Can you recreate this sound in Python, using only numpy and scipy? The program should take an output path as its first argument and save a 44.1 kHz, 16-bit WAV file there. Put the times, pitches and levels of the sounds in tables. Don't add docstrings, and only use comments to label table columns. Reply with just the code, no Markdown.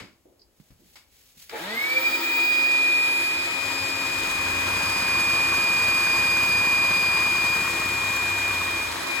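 import sys
import numpy as np
from scipy import signal
from scipy.fft import rfft, irfft, next_fast_len
from scipy.io import wavfile
from scipy.ndimage import uniform_filter1d

SR = 44100
rng = np.random.default_rng(int(sys.argv[2]) if len(sys.argv) > 2 else 0)


def output_pcm(signal):
    pcm = np.clip(np.atleast_2d(signal).T, -1, 1) * 32767
    wavfile.write(sys.argv[1], SR, np.round(pcm).astype(np.int16))


N = 405719
TIME = np.arange(N) / SR
FREQS = np.fft.rfftfreq(N, 1 / SR)

# pitch_hz, likeness (0 to 1)
SIDE_LIKENESS = [(30, .998), (100, .98), (300, .9), (550, .35), (2000, .3), (4400, .2), (6000, .4),
                 (6900, .9), (7700, .7), (9200, .96), (10200, .7), (11400, .95), (12500, .7), (13700, .97)]
# pitch_hz, left_minus_right_db
SIDE_BALANCE = [(60, 9.5), (200, -9.5), (380, 2), (700, 2.5), (1290, 3), (2380, 3), (4400, 1.5), (8000, 0)]
# pitch_hz, left_lead_rad
SIDE_LEAD = [(0, 0), (2000, 0), (3300, 1.4), (5600, 2.4), (6700, .1), (7400, -.3), (9200, -3.14),
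             (11400, -6.28), (12300, -6.8), (13600, -9.42), (14400, -9.7), (15300, -12.5)]
# pitch_hz, gain_db
ROOM_COLOUR = [(10, -18), (25, -4), (70, 4), (150, -7), (500, -7), (1500, -17.5), (15000, -20.5)]
# pitch_hz, gain_db
CLOTH_COLOUR = [(100, -16), (900, -13), (2200, 1), (4500, 3), (8000, -0.5), (15000, 0)]
# middle_s, half_length_s, level_db
HOSE_SLIDES = [(0.652, 0.075, -64), (0.92, 0.081, -58.5), (1.192, 0.047, -55), (1.29, 0.028, -57),
               (1.42, 0.038, -46.5), (1.598, 0.06, -41.5)]
# start_s, level_db, pitch_hz, width_octaves, ring_s (to fall 60 dB)
HAND_KNOCKS = [(0.0, -40.5, 2380, 1.26, 0.34), (0.003, -42, 218, 1.1, 0.34), (.254, -56, 407, 0.66, 0.85),
               (.394, -61, 4800, 0.18, 0.3), (.417, -51, 4850, 0.15, 0.08), (.6, -49.5, 169, 0.4, 0.13),
               (.598, -64, 2500, 1.7, 0.13), (.705, -47.5, 85, 0.85, 0.2), (0.706, -60, 2500, 3.2, .2),
               (.795, -59.5, 260, .8, 0.7), (0.956, -46.5, 3650, 1.47, 0.3), (1.37, -60, 130, 0.83, .25),
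               (1.494, -38.5, 3480, 1.46, 0.11), (1.53, -45, 606, 0.38, 1)]
# pitch_hz, width_hz, gain_db
WAND_RESONANCES = [(344, 18, 10), (590, 36, 4), (2220, 170, 7), (4820, 160, 9), (6550, 270, -11)]

# time_s, turns_per_s
CRANK_SPEED = [(3.1, 0), (3.5, 7.5), (4.2, 11.5), (4.5, 14.3), (4.72, 15.2), (5.2, 16.2), (6.2, 16.5),
               (6.8, 16.9), (7.7, 16.8), (8.3, 16), (8.9, 14.1), (9.2, 11)]
# pitch_hz, width_hz, gain_db
BRICK_NOTES = [(934, 55, -5), (1028, 31, -2.5), (1113, 58, 3.5), (1370, 115, -4.5), (1600, 150, 4),
               (1824, 150, 0)]
# pitch_hz, width_hz, gain_db
FRAME_RESONANCES = [(97, 14, -7), (187, 12, 3)]
# peak_s, level_db
FIRST_PUFFS = [(3.39, -49), (3.665, -49), (3.82, -41), (3.95, -48), (4.1, -47), (4.165, -47)]
# beats_per_turn, gain_db
THRUM_TONES = [(2, -18), (4, 0.5)]
# time_s, thump_db, throb_db
PISTON_EFFORT = [(3.1, -75, -85), (3.95, -63, -62), (4.3, -54, -58), (4.5, -53, -44), (4.85, -49.5, -43.5),
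                 (5.2, -48, -58), (6.2, -49.5, -64), (7.2, -46, -66), (7.6, -47.5, -57), (7.9, -48.5, -44),
                 (8.25, -55, -45), (8.9, -60, -47), (9.2, -62, -66)]

# time_s, share (capped at 1 when used)
HOSE_SEAL = [(2.2, 0), (2.9, 0.01), (3.5, 0.23), (4.4, 0.8), (5, 1.11), (7.6, 0.82), (8.7, 0.64),
             (9.1, 0.37)]
# pitch_hz, gain_db
OPEN_AIR_COLOUR = [(15, -37), (60, -19), (90, -12), (200, -11), (300, -2.5), (430, -1), (780, -5),
                   (950, -2.5), (2300, 2.5), (2800, -2), (3900, -1), (6500, -13.5), (8400, -11.5),
                   (11500, -16.5), (15000, -20.5)]
# pitch_hz, gain_db
BRICK_AIR_COLOUR = [(15, -36), (60, -12), (97, -3), (130, -7), (220, -5.5), (350, -4.5), (430, -4.5),
                    (750, -5), (1030, -1.5), (2300, -1.5), (2900, -4.5), (4200, -5.5), (7000, -11),
                    (8400, -12), (10500, -11), (15000, -17.5)]
# pitch_hz, width_hz, gain_db
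HOSE_RESONANCES = [(334, 30, 9), (425, 70, -2.5), (665, 35, 6), (805, 36, 5), (938, 40, 10),
                   (1280, 80, 6.5), (1620, 50, 3), (1903, 45, 6), (2810, 170, -4), (3820, 300, 2.5)]
# pitch_hz, width_hz, gain_db
GAP_WHISTLES = [(99, 17, 7), (1055, 52, 5), (1800, 26, 5), (6480, 130, 7.5), (8300, 520, 7.5)]
# pitch_hz, width_hz, peak_s, rise_s, fall_s, level_db
CAVITY_NOTES = [(338, 13, 1.84, .03, .6, -44), (938, 7, 2.18, .17, .7, -45),
                (1300, 32, 2.12, .12, .2, -43.5)]

# pitch_hz, level_db, ring_s (to fall 60 dB)
JOLT_NOTES = [(452, -32, .22), (680, -42, .7), (845, -37, .5), (1780, -44, .4), (2320, -45, .35)]
# cycles_per_turn, level_db
GROWL_TONES = [(3, -50.5), (4, -48), (5, -42.5), (8, -50), (12, -48), (16, -44), (21, -44)]
# cycles_per_turn, level_db, starting_boost_db
SHAKE_TONES = [(1, -42, 2), (2, -47, 8), (3, -50, 10), (5, -49, 5), (7, -50, 8)]
# pitch_hz, gain_db
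CASING_RESPONSE = [(100, -32), (160, -5), (205, 0), (236, -2), (246, -25), (259, -22), (266, -5.5),
                   (275, -5.5), (335, 3), (385, -18), (425, -6), (452, 3), (475, -20), (506, -18), (522, 1),
                   (533, -5), (545, -1), (650, -1), (750, -18), (1200, -14), (1318, 2), (1350, -10),
                   (1900, -10)]
# time_s, left_db, right_db
HUM_SWELLS = [(2.0, -1, -1), (2.45, 0, 1), (3.2, -2, -1), (3.45, -8, -8), (3.85, 3, 3.5), (4.25, -3, 0),
              (4.58, 0, 5), (4.75, -8, 2), (6.1, -10, -4), (6.7, -2, 1), (7.3, -18, -7), (8.1, -11, 1)]
# cycles_per_turn, level_db
MOTOR_TONES = [(4, -61), (7, -53.5), (36, -63)]
# pitch_hz, width_hz, gain_db
STANDING_WAVES = [(2000, 50, 8), (2123, 22, 11), (2157, 16, 9), (2196, 16, 10), (2234, 18, 9.5),
                  (2270, 18, 7.5), (2316, 22, 8.5), (2334, 7, -6), (2352, 14, 12.5), (2367, 8, -7),
                  (2391, 16, 11), (2402, 6, -9), (2410, 7, 8), (2418, 5, -11)]
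# time_s, left_db, right_db, left_lead_rad
BLADE_TONE = [(2.16, -29, -27.5, 1.77), (2.42, -20, -22.5, 1.5), (2.5, -24, -19, 1.8),
              (2.92, -19, -20.5, 1.65), (3.44, -28, -26.5, 2.1), (3.56, -25, -37, 4), (3.62, -25, -41, 0.5),
              (3.74, -27, -36, 0.5), (4.42, -26, -30, 1.7), (5.03, -25.5, -27, 1.16),
              (5.14, -23, -23, 1.08), (6.8, -21.5, -21.5, 1.02), (7.55, -22.5, -25, 0.66),
              (7.72, -26, -30, 0.35), (8.44, -25, -27.0, 0.42), (8.84, -29.5, -28.5, 0.5),
              (8.98, -47, -44, 0.5), (9.04, -53, -33, 3.4), (9.1, -28.5, -28.5, 4.4), (9.18, -25, -50, 3.6)]
# time_s, left_db, right_db, left_lead_rad
BLADE_OCTAVE = [(2.2, -37, -39, 0.9), (2.28, -52, -55, 0.9), (2.37, -39, -46, 0.8), (2.6, -39, -40, 0.37),
                (2.88, -45, -45, 1.9), (3.05, -43, -41, 3.6), (3.3, -40, -41, 3.6), (3.55, -55, -43, 1.2),
                (3.75, -40, -38.5, 2.6), (3.95, -40, -36, 3.1), (4.2, -52, -41, 1.5),
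                (4.68, -52, -44.5, 0.8), (4.79, -39, -33.5, 1.8), (5.5, -35.5, -39, 2.6),
                (6.05, -35.5, -44, 2.3), (7.1, -34, -59, 1.3), (7.55, -36.5, -52, 1.9), (7.69, -51, -45, 2),
                (7.85, -42, -48, 1.8), (8.1, -56, -47, 1.8), (8.6, -60, -50, 1)]
# time_s, level_db
BLADE_THIRD = [(2.25, -48), (2.5, -55), (3.3, -52), (3.7, -45.5), (4.7, -50), (7.45, -51), (7.6, -47),
               (8.5, -47), (8.75, -59)]

FULL_SPEED_HZ = 271.35
SIDES = np.array([[0.5], [-0.5]])


def amp(db):
    return 10 ** (np.asarray(db) / 20)


def unit(x):
    return x / np.sqrt(np.mean(x ** 2) + 1e-20)


def tone(angle, db):
    return np.sqrt(2) * amp(db) * np.cos(angle)


def swell(peak_s, rise_s, fall_s):
    return np.exp(-((TIME - peak_s) / np.where(TIME < peak_s, rise_s, fall_s)) ** 2 / 2)


def over_time(rows):
    times, *columns = np.transpose(rows)
    return [np.interp(TIME, times, column) for column in columns]


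def over_pitch(points, hz=FREQS):
    pitches, values = np.transpose(points)
    return np.interp(np.log(hz + 1), np.log(pitches + 1), values)


def bumps(resonances, at=FREQS):
    return sum(db / (1 + (2 * (at - hz) / width) ** 2) for hz, width, db in resonances)


def wander(rate_hz):
    t = np.arange(0, N / SR + 0.0084, .001)
    spectrum = rfft(rng.standard_normal(len(t)))
    slow = irfft(spectrum / (1 + (np.fft.rfftfreq(len(t), t[1]) / rate_hz) ** 2), len(t))
    return np.interp(TIME, t, unit(slow))


def noise(gain, size=N):
    size = next_fast_len(size)
    hz = np.fft.rfftfreq(size, 1 / SR)
    left, other = rfft(rng.standard_normal((2, size)))
    likeness = np.clip(over_pitch(SIDE_LIKENESS, hz), 0, 1)
    lag = np.exp(-1j * np.interp(hz, *np.transpose(SIDE_LEAD)))
    right = (likeness * left + np.sqrt(1 - likeness ** 2) * other) * lag
    tilt = amp(over_pitch(SIDE_BALANCE, hz) / 2)
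    return irfft(np.array([left * tilt, right / tilt]) * np.interp(hz, FREQS, gain), size)[:, :N]


def room_echo(x, ring_s):
    t = TIME[:SR // 2]
    tail = rng.standard_normal((2, len(t))) * (rng.random((2, len(t))) < .05)
    tail *= amp(-60 * t / ring_s) * (t > .004)
    tail /= np.linalg.norm(tail, axis=1, keepdims=True)
    return signal.oaconvolve(np.atleast_2d(x), tail, axes=1)[:, :N]


def still_air(level_db=-65):
    return amp(level_db) * unit(noise(amp(over_pitch(ROOM_COLOUR))))


def swishes():
    slides = sum(amp(db) * swell(middle_s, half_s, half_s) for middle_s, half_s, db in HOSE_SLIDES)
    return unit(noise(amp(over_pitch(CLOTH_COLOUR)))) * slides * amp(1.8 * wander(29))


def knocks(attack_s=0.00056, crack=0.55, crack_s=0.0041):
    t, out = TIME[:SR // 2], np.zeros((2, N))
    for start_s, db, hz, octaves, ring_s in HAND_KNOCKS:
        band = np.exp(-(np.log2((FREQS + 1) / hz) / octaves) ** 2 / 2)
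        colour = band / np.sqrt(FREQS + 20) * amp(bumps(WAND_RESONANCES))
        knock = unit(noise(colour, size=len(t))[:, :len(t)]) * amp(db - 60 * t / ring_s)
        knock *= (1 - np.exp(-t / attack_s)) * (1 + crack * np.exp(-t / crack_s))
        start = round(start_s * SR)
        out[:, start:start + len(t)] += knock
    return out


def ticks(crank, pace, level_db=-50.5, spread_db=5, fade_s=0.0023):
    strokes = np.diff(np.floor(crank / np.pi), prepend=0)
    strokes *= amp(spread_db * np.clip(rng.standard_normal(N), -2, 2))
    bursts = signal.oaconvolve(strokes, np.exp(-TIME[:SR // 8] / fade_s))[:N]
    bright = amp(over_pitch([(300, -32), (1100, -45), (4000, -8), (12000, -10)]))
    return amp(level_db) * pace * unit(bursts * noise(bright))


def clatter(crank, pace, level_db=-38.6, hits_per_s=800, bunching=.6, spread_db=4, echo_db=-7):
    chance = hits_per_s / len(BRICK_NOTES) / SR * (1 + bunching * np.cos(2 * crank))
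    t, out = TIME[:SR // 20], np.zeros((2, N))
    for hz, width, db in BRICK_NOTES:
        hits = (rng.random(N) < chance) * pace ** 1.5
        hits *= amp(db + spread_db * np.minimum(rng.standard_normal(N), 2.2))
        ring = np.exp(-np.pi * width * t) * np.sin(2 * np.pi * hz * t + rng.normal(0, 1.0, (2, 1)))
        ring *= amp(over_pitch(SIDE_BALANCE, hz) * SIDES)
        out += signal.oaconvolve(hits[None], ring, axes=1)[:, :N]
    out = signal.sosfilt(signal.butter(2, [700, 2600], "bandpass", fs=SR, output="sos"), out)
    return amp(level_db) * unit(out + amp(echo_db) * room_echo(out, ring_s=0.27))


def piston(crank, pace, catch_s=4.05, falter_s=9.05, fade_s=.17, thrum_db=-51.5, thump_hz=(95, 290)):
    boom_hz = FRAME_RESONANCES[0][0]
    puffs = sum(tone(2 * np.pi * boom_hz * (TIME - s), db) * swell(s, rise_s=.014, fall_s=.022)
                for s, db in FIRST_PUFFS)
    running = np.clip(np.minimum(TIME - catch_s, falter_s - TIME) / fade_s, 0, 1)
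    thrum = sum(tone(k * crank, thrum_db + db + 0.55 * wander(6)) for k, db in THRUM_TONES)
    thump_db, throb_db = over_time(PISTON_EFFORT)
    throb = tone(6 * crank + 0.23 * wander(21), throb_db + 2 * wander(7.2))
    blows = np.diff(np.floor(crank / (2 * np.pi)), prepend=0) * (1 + .18 * rng.standard_normal(N))
    push = signal.sosfilt(signal.butter(2, thump_hz, "bandpass", fs=SR, output="sos"), blows)
    frame = sum(amp(db) * signal.lfilter(*signal.iirpeak(hz, hz / width, SR), push)
                for hz, width, db in FRAME_RESONANCES)
    return puffs + thrum * running * np.sqrt(pace) + throb + amp(thump_db) * unit(push + frame)


def rim_whistle(level_db=-40.5):
    hiss = unit(noise(amp(bumps([(10100, 6200, 15)]))))
    return hiss * amp(level_db) * swell(peak_s=3.26, rise_s=0.27, fall_s=0.035)


def airflow(crank, speed, rush_db=-36.5, hiss_db=-43, split_hz=4500, chop=0.017, ripple_db=1.3):
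    seal = np.clip(over_time(HOSE_SEAL)[0], 0, 1)
    ripple = uniform_filter1d(rng.standard_normal(len(FREQS)), size=170)
    ripple = ripple_db * unit(uniform_filter1d(ripple, size=120))
    open_db = over_pitch(OPEN_AIR_COLOUR) + bumps(HOSE_RESONANCES)
    sealed_db = over_pitch(BRICK_AIR_COLOUR) + 0.6 * bumps(HOSE_RESONANCES) + bumps(GAP_WHISTLES)

    def flow(part, low_hz, high_hz):
        out = np.zeros((2, N))
        for db, share in [(open_db, 1 - seal), (sealed_db, seal)]:
            gain = amp(db + ripple)
            band_power = np.mean(gain ** 2 * (FREQS > low_hz) * (FREQS < high_hz))
            out += noise(gain * np.sqrt(part / band_power)) * np.sqrt(share)
        return out

    treble = 1 / (1 + (split_hz / (FREQS + 1)) ** 6)
    rush, hiss = flow(1 - treble, 850, 2000), flow(treble, 5200, 8400)
    rush *= amp(rush_db + 3.5 * seal ** 2 - 12 * (1 - speed))
    rush *= 1 + chop * seal * np.cos(2 * crank)
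    hiss *= amp(hiss_db + 3 * seal - 36 * (1 - speed) + 0.77 * wander(22.6))
    return (rush + hiss + rim_whistle()) * amp(.5 * wander(32))


def cavities():
    out = np.zeros((2, N))
    for hz, width, peak_s, rise_s, fall_s, db in CAVITY_NOTES:
        note = unit(noise(1 / (1 + ((FREQS - hz) / width) ** 4)))
        out += note * amp(db) * swell(peak_s, rise_s, fall_s)
    return out


def shaft(switch_s=1.5, spin_up_s=.19, seating_s=(2.95, 3.6), relief_hz=1.1, sag_hz_per_s=.395):
    running_s = np.maximum(TIME - switch_s, 0)
    speed = np.tanh((running_s / spin_up_s) ** .75)
    relief = np.interp(TIME, seating_s, (0, relief_hz))
    sag = sag_hz_per_s * np.maximum(TIME - seating_s[1], 0)
    hz = FULL_SPEED_HZ * speed + relief - sag + 0.12 * wander(9.1)
    return 2 * np.pi * np.cumsum(hz) / SR, speed, np.clip(running_s / 0.013, 0, 1)


def bearing(angle, start_s=1.7, end_s=2.75, fade_s=0.056, base_db=-46, arch_db=10.5, per_turn=57.6):
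    narrow = signal.butter(2, 200, fs=SR, output="sos")
    rough = signal.sosfilt(narrow, rng.standard_normal((2, N)) + 1j * rng.standard_normal((2, N)))
    squeal = unit((rough * np.exp(1j * per_turn * angle)).real)
    inside_s = np.maximum(np.minimum(TIME - start_s, end_s - TIME), 0)
    arch = amp(base_db + arch_db * inside_s / inside_s.max()) * np.minimum(inside_s / fade_s, 1)
    return squeal * arch * amp(3 * wander(40))


def casing_jolt(start_s=1.52, rise_s=.025):
    since_s = np.maximum(TIME - start_s, 0)
    ring = sum(tone(2 * np.pi * hz * since_s + 1.1 * wander(30), db - 60 * since_s / ring_s)
               for hz, db, ring_s in JOLT_NOTES)
    return ring * np.minimum(since_s / rise_s, 1)


def starting_growl(angle, speed, rough_db=3, surge_hz=120, surge_depth=.6):
    growl = sum(tone(k * angle + 0.25 * wander(40), db) for k, db in GROWL_TONES)
    growl *= np.sqrt(1 - speed) * np.minimum(speed / 0.38, 1) ** 2 * amp(rough_db * wander(60))
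    return growl * (1 + surge_depth * np.cos(2 * np.pi * surge_hz * TIME))


def casing_shake(angle, speed, waver_db=2, node_db=8.5, node_lead_rad=2.7):
    strain = np.clip((1 - speed) / 0.032, 0, 1)
    out = np.zeros((2, N))
    for k, db, boost_db in SHAKE_TONES:
        drift = np.array(over_time(HUM_SWELLS)) if k == 1 else waver_db * wander(4.7)
        node = (k == 2) * (1 - strain) * SIDES
        level = db + boost_db * strain + drift + over_pitch(CASING_RESPONSE, k * FULL_SPEED_HZ * speed)
        phase = k * angle + node * node_lead_rad + 0.18 * wander(14)
        out += tone(phase, level + node * node_db) * speed ** min(k, 2)
    return out


def motor_hum(angle, speed, waver_db=4):
    out = np.zeros((2, N))
    for k, db in MOTOR_TONES:
        phase = k * angle + 0.086 * np.sqrt(k) * wander(32)
        out += [tone(phase + 0.53 * wander(3.2), db + waver_db * wander(2.1)) for side in range(2)]
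    return out * speed ** 2


def motor(angle, speed, echo_db=-17):
    shake, jolt = casing_shake(angle, speed), casing_jolt()
    growl, hum = starting_growl(angle, speed), motor_hum(angle, speed)
    echo = amp(echo_db) * room_echo(shake, ring_s=0.95)
    return shake + echo + jolt + room_echo(growl, ring_s=0.079) + hum


def fan_whine(angle, speed, blades=9, flutter_db=0.5, overtone_flutter_db=2):
    *blade_db, blade_lead = over_time(BLADE_TONE)
    *octave_db, octave_lead = over_time(BLADE_OCTAVE)
    third_db, = over_time(BLADE_THIRD)
    blade = blades * angle + 0.035 * wander(43)
    flare_db = bumps(STANDING_WAVES, blades * FULL_SPEED_HZ * speed)
    out = tone(blade + SIDES * blade_lead, np.array(blade_db) + flare_db + flutter_db * wander(29))
    out *= speed ** 5.8
    for k, db, lead in [(2, np.array(octave_db), octave_lead), (3, third_db, -1.1)]:
        flutter = overtone_flutter_db * np.array([wander(25), wander(8.1)])
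        out += tone(k * blade + SIDES * lead + 0.2 * wander(24), db + flutter) * speed ** 24
    trail = np.minimum(3 * (1 - speed), .3)
    return out + trail * room_echo(out, ring_s=0.4)


def scene():
    angle, speed, power = shaft()
    turns_per_s = np.maximum(over_time(CRANK_SPEED)[0], 0)
    crank = 2 * np.pi * np.cumsum(turns_per_s * (1 + .002 * wander(7.6))) / SR
    pace = turns_per_s / turns_per_s.max()
    cleaner = fan_whine(angle, speed) + motor(angle, speed) + cavities() + bearing(angle)
    cleaner += airflow(crank, speed)
    engine = piston(crank, pace) + ticks(crank, pace) + clatter(crank, pace)
    return power * (cleaner + engine) + still_air() + swishes() + knocks()


def record(dry, low_cut_hz=26, high_cut_hz=15900):
    lean = signal.sosfilt(signal.butter(3, low_cut_hz, "highpass", fs=SR, output="sos"), dry)
    treble_cut = signal.firwin(511, high_cut_hz, window=("kaiser", 9), fs=SR)
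    return signal.oaconvolve(lean, treble_cut[None], "same")


dry = scene()
out = record(dry)
output_pcm(out)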